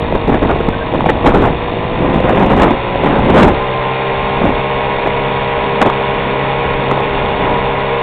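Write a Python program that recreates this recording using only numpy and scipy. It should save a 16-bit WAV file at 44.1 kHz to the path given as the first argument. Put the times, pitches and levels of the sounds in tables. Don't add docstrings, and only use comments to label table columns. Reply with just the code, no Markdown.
import sys
import numpy as np
from scipy import signal
from scipy.fft import rfft, irfft, next_fast_len
from scipy.io import wavfile
from scipy.ndimage import uniform_filter1d

SR = 44100
rng = np.random.default_rng(int(sys.argv[2]) if len(sys.argv) > 2 else 0)


def convert_level_to_amplitude(level_db):
    exponent = np.asarray(level_db, float) / 20
    return 10 ** exponent


def materialize(psi):
    bounded = np.clip(np.atleast_2d(psi).T, -1, 1)
    quanta = np.round(bounded * 32767).astype(np.int16)
    wavfile.write(sys.argv[1], SR, quanta)


N = 353682


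def rms_one(x):
    return x / np.sqrt(np.mean(x ** 2) + 1e-20)


def evened(x, span_s):
    return rms_one(x / np.sqrt(uniform_filter1d(x ** 2, int(span_s * SR)) + 0.036))


def in_time(rows):
    s, *columns = np.transpose(rows)
    return [np.interp(np.arange(N) / SR, s, c) for c in columns]


def at_hz(points, hz):
    known_hz, level_db = np.array(points).T[:2]
    return np.interp(np.log(hz), np.log(known_hz), level_db)


def with_speed(rule, rate):
    cruise_per_s = 67
    return rule[0] + rule[1] * (rate - cruise_per_s)


def drift(rate):
    hop = 40
    r = np.exp(-2 * np.pi * rate * hop / SR)
    slow = signal.lfilter([1], [1, -2 * r, r * r], rng.standard_normal(N // hop + 2002))[2000:]
    return np.interp(np.arange(N) / hop, np.arange(len(slow)), rms_one(slow))


def coloured(spectrum, patchy_db, rate):
    size = next_fast_len(N)
    white = rfft(rng.standard_normal(size))
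    hz = np.maximum(np.fft.rfftfreq(size, 1 / SR), 1)
    white = white * convert_level_to_amplitude(at_hz(spectrum, hz)) * (hz > 20)
    out = np.zeros(N)
    for centre in np.arange(4.5, 12.6, .5):
        share = np.clip(1 - 2 * np.abs(np.log2(hz) - centre), 0, 1)
        out += irfft(white * share, size)[:N] * convert_level_to_amplitude(patchy_db * drift(rate))
    return rms_one(out)


def resonate(x, hz, width_hz):
    r = np.exp(-np.pi * width_hz / SR)
    zeros = np.array([1, 0, -1]) * (1 - r * r) / 2
    poles = [1, -2 * r * np.cos(2 * np.pi * hz / SR), r * r]
    return signal.lfilter(zeros, poles, x)


def order_tones(rate, turns, wobble_db):
    # multiple of crank rate, level/dB
    ports = [(1, -20), (2, -1), (3, -5.5), (4, -13.5), (5, -13), (6, -1.5), (7, -3), (8, -10.5), (9, 0),
             (10, -8), (11, -7.5), (12, 2), (13, 0), (14, -3), (15, -8), (16, 2), (17, -4), (18, -1),
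             (19, -1.5), (20, -20), (21, 3), (22, 2.5), (23, -13), (24, -17), (25, 2), (26, -6), (29, -5),
             (33, 1.5), (36, -3.5)]
    # f/Hz, gain/dB
    silencer = [(380, -1), (500, 4), (640, -4.5), (900, -7), (1040, -0.5), (1110, -11.5), (1500, -20.5),
                (2500, -9.5)]
    scatter_rad = np.maximum(with_speed((2.2, .12), rate), .85)
    out = np.zeros(N)
    uneven = .008 * drift(14)
    for k, level_db in ports:
        gain = convert_level_to_amplitude(level_db + at_hz(silencer, k * rate) + wobble_db * drift(9))
        phase = 2 * np.pi * k * (turns + uneven / np.sqrt(k))
        phase = phase + scatter_rad * (rng.standard_normal() + .35 * drift(1.71))
        out += gain * np.cos(phase)
    return out / 2


def gas_roar(turns, pulsing):
    # f/Hz, level/dB per Hz
    roar = [(30, 1.5), (90, -23), (200, -20), (330, -16), (450, 0), (700, -1), (1000, 0), (1150, -8),
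            (1500, -12.5), (2200, -11), (3000, -23.5), (4500, -16.5)]
    gate = 1 + pulsing * (np.cos(6 * np.pi * turns) + .5 * np.cos(2 * np.pi * turns))
    return rms_one(coloured(roar, patchy_db=-1.0, rate=25.0) * gate)


def clatter(rate, turns, spread_db, rattle_per_s):
    # f/Hz, width/Hz, rattle level/dB, slap level/dB
    metal = [(1500, 210, -9, 9), (1950, 260, 1, 10), (2460, 320, 1.5, 22), (2810, 180, -2, 10.5),
             (3447, 240, -1.5, 12.5), (3676, 110, -4, 23)]
    slap_rule_db = with_speed((-2, -.5), rate)
    slaps = np.flatnonzero(np.diff(np.floor(turns + .3 + .03 * drift(40))) > 0)
    strength = np.clip(rng.standard_normal((len(slaps), len(metal) + 1)), -2, 1.5)
    sizes = convert_level_to_amplitude(3.6 * np.minimum(rng.exponential(1, N), 4)) * rng.choice([-1, 1], N)
    rattle = rms_one(sizes * (rng.random(N) < rattle_per_s / SR))
    throb = 1 + .3 * np.cos(4 * np.pi * turns)
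    out = np.zeros(N)
    for k, (hz, width_hz, rattle_db, slap_db) in enumerate(metal):
        blows = convert_level_to_amplitude(rattle_db) * np.roll(rattle, 5000 * k) * throb
        chance_db = spread_db * (1.8 * strength[:, k] + 0.33 * strength[:, -1])
        blows[slaps] += convert_level_to_amplitude(slap_db + slap_rule_db[slaps] + chance_db)
        out += resonate(blows, hz, width_hz) / np.sqrt(width_hz)
    return rms_one(out)


def gear_whine(rate):
    mesh_teeth, clutch_lag_s = 14.55, .55
    keep = np.exp(-1 / (clutch_lag_s * SR))
    road = rate[0] + signal.lfilter([1 - keep], [1, -keep], rate - rate[0])
    waver_hz = 1.5 * drift(5)
    level_db = with_speed((-24, 1.1), road) + 1.4 * drift(1.7)
    return convert_level_to_amplitude(level_db) * np.sin(2 * np.pi * np.cumsum(mesh_teeth * road + waver_hz) / SR)


def squeaks():
    # t/s, f/Hz, length/s, level/dB
    chirps = [
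        (0.726, 1547, 0.03, -25),
        (0.805, 1590, 0.032, -24),
    ]
    t, out = np.arange(N) / SR, np.zeros(N)
    for s, hz, length, level_db in chirps:
        bump = np.exp(-((t - s - length / 2) / length * 2) ** 4)
        out += convert_level_to_amplitude(level_db) * bump * np.sin(2 * np.pi * hz * t)
    return out


def wind(lumpy_db):
    # t/s, peak level/dB, width/s, brightness/dB
    gust_events = [(0.121, -21.5, 0.04, -15.5), (0.157, -13.5, 0.012, -3.5), (0.291, -12, 0.035, -8),
                   (0.346, -13.5, 0.05, -1), (0.442, -14, 0.042, -3.5), (0.509, -13.5, 0.061, 0.5),
                   (0.608, -13.5, 0.0071, -5), (0.688, -8.5, 0.0061, -0.5), (0.955, -13.5, 0.019, 2.5),
                   (1.065, -10.5, 0.011, 0.5), (1.096, -5, 0.015, 28), (1.271, -6.5, 0.046, 3.0),
                   (1.36, -6.5, 0.042, 1.5), (1.442, -14.5, 0.089, 4.5), (2.08, -19, 0.17, 0),
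                   (2.275, -15.5, 0.074, 12), (2.345, -15.5, 0.11, 2), (2.432, -13.5, 0.084, 1.5),
                   (2.522, -12, 0.04, 7), (2.637, -9, 0.11, 6), (3.061, -16, 0.074, 7),
                   (3.156, -17, 0.13, 2.5), (3.296, -13, 0.088, -2.5), (3.413, -2.5, 0.12, -3.5),
                   (4.458, -15, 0.068, -5), (5.069, -16.5, 0.02, 5), (5.824, -3, 0.016, 8),
                   (5.869, -10, 0.028, 8.5), (6.918, -16, 0.021, 3.5), (7.47, -23, 0.2, 7.5)]
    # t/s, level/dB
    airflow = [(0, -26), (.7, -22), (.8, -30), (.92, -21.5), (1.3, -17.5), (1.52, -17), (1.6, -27),
               (2.0, -20.5), (2.72, -12), (2.8, -28), (3.45, -10), (3.58, -30), (4.15, -30), (4.52, -20),
               (4.66, -31), (5.9, -27.5), (7.5, -24), (8.02, -37.5)]
    # f/Hz, level/dB per Hz
    dull_spectrum = [(60, -4.5), (130, 7.5), (250, 9), (450, 1), (800, -5.5), (1500, -26.5), (4000, -41.5)]
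    # f/Hz, level/dB per Hz
    bright_spectrum = [(100, -17), (300, 6), (550, 3.5), (850, 3), (1300, -6.5), (2200, -15), (4000, -27)]
    t = np.arange(0, N + 40, 40) / SR
    flow_db, = in_time(airflow)
    dull, bright = np.zeros_like(t), np.zeros_like(t)
    for s, peak_db, width, bright_db in gust_events:
        steep = np.where(t < s, 5.0, 2.5)
        power = convert_level_to_amplitude(2 * peak_db + 6.5) * np.exp(-np.abs(2 * (t - s) / width) ** steep)
        share = 1 / (1 + convert_level_to_amplitude(-2 * bright_db))
        dull += power * (1 - share)
        bright += power * share
    dull, bright = (np.interp(np.arange(N) / SR, t, p) for p in (dull, bright))
    dull = dull + convert_level_to_amplitude(2 * flow_db)
    lumps = convert_level_to_amplitude(lumpy_db * drift(86))
    gusts = np.sqrt(dull) * evened(coloured(dull_spectrum, patchy_db=0.5, rate=25.0), 0.022)
    gusts += np.sqrt(bright) * evened(coloured(bright_spectrum, patchy_db=3.0, rate=21.0), 0.017)
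    force_db = 10 * np.log10(uniform_filter1d(dull, int(.06 * SR)))
    swing_db = -26.5 + 0.5 * (force_db - force_db.mean()) + 3 * drift(4.9)
    swing_db = swing_db + 0.66 * (N / 2 - np.arange(N)) / SR
    band = signal.butter(2, [14, 85], "band", fs=SR, output="sos")
    swings = signal.sosfilt(band, rng.standard_normal(N))
    return lumps * gusts + convert_level_to_amplitude(swing_db) * evened(rms_one(swings), 0.099)


def snaps():
    # t/s, crackle level/dB
    eddies = [(0.1241, -37.5), (0.3451, -32), (0.4494, -39.5), (0.4948, -41.5), (0.5611, -52),
              (0.6893, -50.5), (0.9373, -41.5), (0.9911, -59), (1.0066, -25), (1.042, -38.5),
              (1.3204, -25.5), (1.4222, -54), (1.4614, -33.5), (2.144, -39), (2.2029, -45), (2.2543, -39),
              (2.2961, -27), (2.7072, -35), (2.9562, -38), (3.036, -39.5), (3.5354, -45), (4.4174, -40.5),
              (4.4533, -32.5), (4.4922, -34), (4.5037, -38), (5.0724, -29.5), (5.899, -22.5),
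              (6.9127, -22.5), (6.9765, -27.5), (7.0025, -42.5)]
    length_s = .0013
    out, chance = np.zeros(N), rng.uniform(0, 1, (len(eddies), 2))
    t = np.arange(-400, 900) / SR
    bump = np.exp(-np.where(t < 0, 9 * t ** 2, t ** 2) / length_s ** 2)
    for (s, crackle_db), (tone, side) in zip(eddies, chance):
        at = round(s * SR) + np.arange(-350, 950)
        hardness_db = crackle_db + 50
        push = convert_level_to_amplitude(.05 * hardness_db) * (1 if side < .9 else -1)
        hz = (434 + 18.5 * hardness_db) * (.8 + .4 * tone)
        out[at] += push * bump * np.cos(2 * np.pi * hz * t)
    return out


def scene():
    # t/s, crank rate/turns per s
    speed = [(0, 52.2), (.45, 50.5), (1.5, 53.4), (1.8, 54), (2.5, 59.1), (3.0, 62), (3.5, 64.2),
             (4.0, 65.7), (4.5, 66.9), (4.75, 67.25), (5.25, 67.3), (5.5, 67.1), (6.0, 67.25), (6.6, 67.6),
             (7.0, 67.3), (7.3, 67), (8.02, 66.95)]
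    rate, = in_time(speed)
    turns = np.cumsum(rate) / SR + .5 + .004 * drift(3)
    warmth_db = 0.27 * (np.arange(N) - N) / SR
    engine = convert_level_to_amplitude(with_speed((-15, 0.37), rate)) * order_tones(rate, turns, wobble_db=1.5)
    engine += convert_level_to_amplitude(with_speed((-19, 0.22), rate) + warmth_db) * gas_roar(turns, pulsing=0.2)
    rattling = clatter(rate, turns, spread_db=1.0, rattle_per_s=3000)
    engine += convert_level_to_amplitude(with_speed((-24, 0.34), rate)) * rattling
    engine += .6 * (engine ** 2 - uniform_filter1d(engine ** 2, 2000))
    engine = .68 * np.tanh(engine / .68)
    return (engine + gear_whine(rate) + squeaks() + wind(lumpy_db=3.0) + snaps())[None]


def top_cut(x):
    return signal.sosfilt(signal.butter(12, 15900, fs=SR, output="sos"), x)


def record(dry):
    overload, ceiling = .698, .707
    droop = signal.butter(3, 4180, fs=SR, output="sos")
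    x = signal.sosfiltfilt(droop, dry)
    x = signal.resample_poly(x, 80, 441, axis=1, padtype="edge")
    x = np.clip(x, -overload, overload)
    x = signal.resample_poly(x, 441, 80, axis=1, window=("kaiser", 6.0), padtype="edge")[:, :N]
    x = signal.sosfiltfilt(signal.cheby2(10, 38, 4883, fs=SR, output="sos"), x)
    finished = np.clip(x, -ceiling, ceiling)
    return top_cut(finished)


dry = scene()
out = record(dry)
materialize(out)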